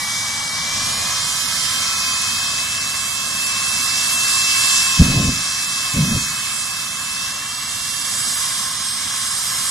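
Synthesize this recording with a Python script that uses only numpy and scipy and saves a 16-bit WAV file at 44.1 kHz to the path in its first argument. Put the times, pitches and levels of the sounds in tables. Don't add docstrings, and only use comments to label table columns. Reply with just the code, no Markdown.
import sys
import numpy as np
from scipy import signal
from scipy.fft import rfft, irfft, next_fast_len
from scipy.io import wavfile
from scipy.ndimage import uniform_filter1d

SR = 44100
rng = np.random.default_rng(int(sys.argv[2]) if len(sys.argv) > 2 else 0)


def bounce(signal):
    frames = np.transpose(np.atleast_2d(signal))
    limited = np.clip(frames, -1, 1)
    pcm = np.round(limited * 32767).astype(np.int16)
    wavfile.write(sys.argv[1], SR, pcm)


def gain_from_decibels(decibels):
    exponent = np.asarray(decibels, float) / 20
    return 10 ** exponent


N = 427769
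SIZE = next_fast_len(N)
HZ = np.maximum(np.fft.rfftfreq(SIZE, 1 / SR), 1)
TIME = np.arange(N) / SR

# [t/s, shaft f/Hz]
THROTTLE = [(0, 342), (.59, 342), (1.15, 373.4), (1.58, 376), (1.81, 380.4), (2.23, 382), (2.75, 394.4),
            (3.37, 393.7), (4.02, 396.8), (4.72, 396.4), (5.88, 395.3), (7.12, 392.9), (7.51, 407.6),
            (8.02, 408.9), (8.63, 430.5), (9.7, 429.8)]
# [start t/s, depth f/Hz]
FUEL_SAGS = [
    (4.83, 8.3),
    (5.85, 10.4),
]
# [t/s, hiss level/dB, air clearness level/dB]
JET_AIR = [(0.0, -26.5, 1), (0.4, -26.5, 0), (1.08, -23, -1), (1.38, -24.5, 1), (1.73, -23, -1),
           (3.32, -28, 1), (3.4, -25.5, 0.5), (4.78, -19.5, 0.5), (5.29, -25.5, -2), (6.16, -27.5, 2),
           (7.02, -30, 1), (7.27, -28, -1), (7.38, -30, -1), (8.45, -26, 2), (8.75, -28.5, -2.5),
           (9.05, -26.5, -3.5), (9.37, -27, 1), (9.7, -26, 2.5)]
JET_ZONES_HZ = (200, 600, 1400, 4600, 10500)
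# share of the hiss swings followed, level/dB at mean hiss
ZONE_FOLLOW, ZONE_DB = (.1, 0.23, .5, 1, 0.89), (-21, -24, -26, -26, -27)
HISS_MEAN_DB = -26
# [f/Hz, left level/dB, right level/dB, left phase lead/rad, scattered share level/dB]
PORT_RESPONSE = [(20, -24, -24, -0.26, -52), (100, -6.5, -6.5, -0.13, -30), (257, -10, -9.5, -0.64, -20.5),
                 (360, -22.5, -20, -.7, 5), (1140, -2, -2, 0.73, -11.5), (2409, -2, -4.5, 0.74, -10.5),
                 (2547, -6, -5.5, 4.5, -9), (2720, -5.5, -1.5, 5, -7.5), (3160, -3.5, 0.5, 5, -2),
                 (5350, 0, 1.5, 6, -1), (7530, -1, 1, 7, -5), (8880, -2.5, 2.5, 8.5, -0.5),
                 (9700, -11, 2.5, 8.5, 8), (13180, -17.5, -4, 11, 10.5)]
# [f/Hz, width f/Hz, left level/dB, right level/dB]
ECHO_NOTCHES = [(878, 180, -3, -16), (1091, 100, 6, 3.5), (1340, 69, -0.5, 5), (3140, 140, 2, 3),
                (1437, 200, -5.5, -14.5), (1878, 130, -11.5, -9), (2382, 220, -5, -14.5),
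                (2923, 280, -19, -9), (1661, 250, 5, 0.5), (3996, 200, -2, -1), (4416, 240, -6, -3.5),
                (5194, 200, 2, 5), (6740, 180, -3.5, -4), (11960, 1300, 0, -10), (12700, 900, 0, -4.5)]
# [shaft f/Hz, gear level/dB, second gear level/dB, blade level/dB]
LOUD_WHINES = [(337, -3.5, -14, -16), (362, -10.5, -13.5, -9.5), (378.5, -8.5, -16, -9.5),
               (381.3, -2, -13, -11), (394.8, -2.5, -15, -11), (409.7, -7.5, -10.5, -6.5),
               (417.6, -16, -11, -4), (433, -14, -14.5, -2.5)]
LOUD_ORDERS = (20 / 3, 34 / 3, 19)
WEAK_ORDERS = (4.21, 23 / 3, 28 / 3, 31 / 3, 37 / 3, 40 / 3, 14, 15, 16, 16.44, 17, 18, 55 / 3, 20, 62 / 3,
               67 / 3, 85 / 3)
WEAK_DB = (-24, -15.5, -17.5, -17.5, -15.5, -23.5, -23, -18.5, -17, -18.5, -17.5, -15.5, -27, -30, -23.5,
           -25, -13.5)
ACCESSORY_ORDERS = (2.4, 2.63, 2.49, 2.72, 3.48, 17 / 3, 17 / 3, 25 / 3, 37 / 3)
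# [level/dB against the hiss, gain level/dB, at shaft
# f/Hz, width f/Hz]
ACCESSORY_RINGS = [(-45.5, 29, 342, 2.7), (-45, 20, 342, 2), (-29.5, 14.6, 430, 9), (-30.5, 14, 388.5, 22),
                   (-27.5, 14.2, 381, 7.8), (-22.5, 9, 490, 12), (-42.5, 26, 342, 12), (-19, 8.7, 382, 8),
                   (-40, 27, 430, 12)]
# [start t/s, length t/s, rumble level/dB, rise t/s]
LIGHTINGS = [
    (4.989, .305, -19, .012),
    (5.935, 0.24, -21, .03),
]
# [f/Hz, level/dB]
FLAME_COLOUR = [(12, -48), (20, -8), (65, -7.5), (159, -1), (268, -6), (363, -23), (549, -22), (709, -25.5),
                (858, -40), (900, -27.5), (1170, -62), (1980, -120)]
# [t/s, peak level/dB, ring f/Hz, spread t/ms]
TAILPIPE_POPS = [(5.002, 0, 155, 4.2), (5.015, -3, 75.4, 10.8), (5.013, -9, 35, 11),
                 (5.014, -3.5, 170, 4.7), (5.020, -10, 228, 4.8), (5.176, -6, 105, 3.7),
                 (5.255, -16, 194, 6.8), (5.288, -15, 100, 3.6), (5.949, -17.5, 131, 5.7),
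                 (5.973, -17, 150, 3), (5.992, -18, 130, 3.4), (6.010, -10.5, 150, 8),
                 (6.037, -12, 164, 8.7), (6.090, -17, 230, 6), (6.121, -17, 210, 7.9),
                 (6.152, -13.5, 111, 2.6)]
# [f/Hz, step level/dB, drop-out level/dB]
CAMERA_ROUNDING = [(100, -14, -20), (500, -10, -16), (1500, 0, -9), (2600, 2, -8), (5000, 6, -6.5),
                   (8000, 6, -7), (9500, 6, -8), (12000, 7, -7)]

SHAFT_LAG_S, SAG_DEEPEST_S = .18, .25
TOP_DB_PER_HZ, CRUISE_HZ = 0.057, 396
CALM_S, CALM_DB = 5.2, (-2, -3)
SPOOL_S, SPOOL_WIDTH_S, SPOOL_DB = 0.87, 0.23, (3, 5)
PAN_DB_PER_S, PAN_SWAY_DB = -0.08, 0.88
FLAME_CUT_S, TAIL_DB, TAIL_DB_PER_S = 0.016, -10, -94
HOP, TOP_HZ, TONE_MASKING, CLIP_DB = 940, 13000, .2, 0


def unit(x):
    return x / np.sqrt(np.mean(x ** 2))


def over_time(table):
    s, *columns = np.transpose(table)
    return [np.interp(TIME, s, c) for c in columns]


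def over_hz(table):
    hz, *columns = np.transpose(table)
    return [np.interp(np.log(HZ), np.log(hz), c) for c in columns]


def white():
    return rfft(rng.standard_normal(SIZE))


def walk(rate_hz):
    grid = 32
    k = int(SR / rate_hz / grid)
    held = np.repeat(rng.standard_normal(N // (k * grid) + 2), k)
    coarse = uniform_filter1d(uniform_filter1d(held, k), k)
    return np.interp(np.arange(N) / grid, np.arange(len(coarse)), unit(coarse))


def bump(x, centre, width):
    return np.exp(-.5 * ((x - centre) / width) ** 2)


def shaft():
    hz = uniform_filter1d(over_time(THROTTLE)[0], size=int(SHAFT_LAG_S * SR), mode="nearest")
    for s, depth_hz in FUEL_SAGS:
        z = np.maximum(TIME - s, 0) / SAG_DEEPEST_S
        hz = hz - depth_hz * z ** 2 * np.exp(2 * (1 - z))
    return hz


def ports():
    left_db, right_db, lead, scatter_db = over_hz(PORT_RESPONSE)
    smooth = np.array([gain_from_decibels(left_db), gain_from_decibels(right_db)])
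    share = gain_from_decibels(scatter_db) ** 2
    direct = smooth * np.exp(.5j * np.array([lead, -lead])) / np.sqrt(1 + share)
    for hz, width_hz, *depth_db in ECHO_NOTCHES:
        off = (HZ ** 2 - hz ** 2) / (HZ * width_hz)
        depth = gain_from_decibels(np.array(depth_db))[:, None]
        direct = direct * (depth + 1j * off) / (1 + 1j * off)
    scattered = np.sqrt(smooth * np.abs(direct) * share / np.sqrt(1 + share))
    return direct, scattered


def jet(zone_db, direct, scattered):
    sound = direct * white() + scattered * np.array([white(), white()])
    middle = (HZ > 3000) & (HZ < 7000)
    middle_power = np.sum(np.abs(sound.mean(axis=0)[middle]) ** 2)
    sound = sound / np.sqrt(2 * middle_power) * SIZE
    centres_hz = [100, 200, 600, 1000, 1400, 2200, 3300, 4600, 6200, 8000, 10500, 12500]
    centres = np.log2(np.array(centres_hz))
    out, shared = 0, walk(5)
    for k, centre in enumerate(centres):
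        band = np.interp(np.log2(HZ), centres, np.arange(len(centres)) == k)
        mix = [np.interp(centre, np.log2(JET_ZONES_HZ), np.arange(5) == z) for z in range(5)]
        flicker_db = np.interp(centre, np.log2([200, 2000, 12000]), [.8, .8, 1.2])
        db = np.dot(mix, zone_db) + flicker_db * (walk(15) + 0.25 * shared)
        out = out + gain_from_decibels(db.astype(np.float32)) * irfft(sound * band, SIZE)[:, :N]
    return out


def whines(hz, hiss_db, clear_db, direct):
    turn = 2 * np.pi * np.cumsum(hz) / SR

    def whine(order, db, flutter_db, sway_rad):
        level_db = hiss_db + db + flutter_db * walk(9 + 4 * rng.random())
        phase = (order * turn + sway_rad * walk(20)) % (2 * np.pi) + 2 * np.pi * rng.random()
        return np.sqrt(2) * gain_from_decibels(level_db.astype(np.float32)) * np.sin(np.float32(phase))

    speed_hz, *levels_db = np.transpose(LOUD_WHINES)
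    motions = [(.1, 1.0, .3), (.5, 2.2, .6), (1.5, 2.2, .35)]
    loud = 0
    for order, db, (air, flutter_db, sway_rad) in zip(LOUD_ORDERS, levels_db, motions):
        heard_db = np.interp(hz, speed_hz, db) + air * clear_db
        loud = loud + whine(order, heard_db, flutter_db, sway_rad)
    for order, (db, gain_db, at_hz, width_hz) in zip(ACCESSORY_ORDERS, ACCESSORY_RINGS):
        loud = loud + whine(order, db + gain_db * bump(hz, at_hz, width_hz), 2.8, .6)
    weak = sum(whine(order, db, 3.8, .45) for order, db in zip(WEAK_ORDERS, WEAK_DB))
    steer = direct / np.sqrt(np.mean(np.abs(direct) ** 2, axis=0))
    return irfft(rfft(loud, SIZE) * steer + rfft(weak, SIZE) * direct, SIZE)[:, :N]


def flame(s, length_s, db, rise_s):
    late_s = TIME - s - length_s
    cut = np.clip(late_s / FLAME_CUT_S, 0, 1)
    fall_db = TAIL_DB * cut + TAIL_DB_PER_S * np.maximum(late_s, 0)
    return np.clip((TIME - s) / rise_s, 0, 1) * gain_from_decibels(db + fall_db)


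def afterburner():
    roar = unit(irfft(white() * gain_from_decibels(over_hz(FLAME_COLOUR)[0]), SIZE)[:N])
    out = sum(flame(*row) for row in LIGHTINGS) * roar
    out = out * gain_from_decibels(1.5 * walk(30))
    for s, db, hz, ms in TAILPIPE_POPS:
        near = slice(int((s - .04) * SR), int((s + .04) * SR))
        t = TIME[near] - s
        out[near] += gain_from_decibels(db) * np.cos(2 * np.pi * hz * t) * bump(1000 * t, 0, ms)
    return out


def scene():
    hz = shaft()
    hiss_db, clear_db = over_time(JET_AIR)
    zones = np.array([db + share * (hiss_db - HISS_MEAN_DB) for share, db in zip(ZONE_FOLLOW, ZONE_DB)])
    zones[:2] += np.outer(CALM_DB, TIME > CALM_S)
    zones[:2] += np.outer(SPOOL_DB, bump(TIME, SPOOL_S, SPOOL_WIDTH_S))
    zones[4] += clear_db + TOP_DB_PER_HZ * (hz - CRUISE_HZ)
    direct, scattered = ports()
    turbine = jet(zones, direct, scattered) + whines(hz, hiss_db, clear_db, direct)
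    pan_db = PAN_DB_PER_S * (TIME - TIME.mean()) + PAN_SWAY_DB * walk(3)
    turned = gain_from_decibels(np.array([1, -1])[:, None] * pan_db / 2)
    bass = signal.sosfilt(signal.butter(1, 1500, fs=SR, output="sos"), turbine)
    return bass + turned * (turbine - bass) + afterburner()


def squeeze(x):
    n, k = np.arange(2 * HOP), np.arange(HOP)
    window = np.sin(np.pi * (n + .5) / (2 * HOP))
    cosines = np.cos(np.pi / HOP * np.outer(k + .5, n + .5 + HOP / 2))
    basis = window * cosines * np.sqrt(2 / HOP)
    halves = np.pad(x, ((0, 0), (HOP, 2 * HOP - N % HOP))).reshape(2, -1, HOP)
    sides = halves[:, :-1] @ basis[:, :HOP].T + halves[:, 1:] @ basis[:, HOP:].T
    widths = np.clip(.06 * np.arange(60) ** 1.7, 4, 32)
    edges = np.unique(np.minimum(np.cumsum(widths).astype(int) - 4, HOP))
    band = np.searchsorted(edges, k, side="right") - 1

    def rotate(pair):
        return np.array([pair[0] + pair[1], pair[0] - pair[1]]) / np.sqrt(2)

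    def level(pair):
        return (np.add.reduceat(np.abs(pair) ** .9, edges[:-1], axis=2) / np.diff(edges)) ** (1 / .9)

    def beside(levels):
        return np.roll(levels, 1, axis=1), np.roll(levels, -1, axis=1)

    paired = level(rotate(sides)).prod(axis=0) < level(sides).prod(axis=0)
    as_mid = paired[:, band]
    coef = np.where(as_mid, rotate(sides), sides)
    own = level(coef)
    peak = np.maximum.reduceat(np.abs(coef), edges[:-1], axis=2)
    loud = own.max(axis=0)
    mask = np.maximum(loud, 0.47 * np.maximum(*beside(loud)))
    mask = np.maximum.reduce([mask, *beside(TONE_MASKING * peak.max(axis=0))])
    supply_db = 1.4 * rng.standard_normal((len(loud), 1))
    supply_db = supply_db + 4.5 * uniform_filter1d(rng.standard_normal(loud.shape), size=4, axis=0)
    mask = np.where(paired, mask, np.sqrt(own * mask)) * gain_from_decibels(supply_db)
    mask = mask[:, :, band] + 1e-9
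    hz, step_db, drop_db = np.transpose(CAMERA_ROUNDING)
    bin_hz = k * SR / 2 / HOP
    step = mask * gain_from_decibels(np.interp(bin_hz, hz, step_db))
    limit = mask * gain_from_decibels(np.interp(bin_hz, hz, drop_db))
    kept = (np.maximum(own, peak / 3)[:, :, band] > limit) & (bin_hz < TOP_HZ)
    coef = np.trunc(coef / step + .4 * np.sign(coef)) * step * kept
    frames = np.where(as_mid, rotate(coef), coef) @ basis
    out = np.zeros_like(halves)
    out[:, :-1] += frames[:, :, :HOP]
    out[:, 1:] += frames[:, :, HOP:]
    return out.reshape(2, -1)[:, HOP:HOP + N]


def roll_off(x):
    return signal.sosfilt(signal.butter(12, 14360, fs=SR, output="sos"), x)


def record(dry):
    mix = np.clip(squeeze(dry), -gain_from_decibels(CLIP_DB), gain_from_decibels(CLIP_DB))
    return roll_off(mix)


dry = scene()
out = record(dry)
bounce(out)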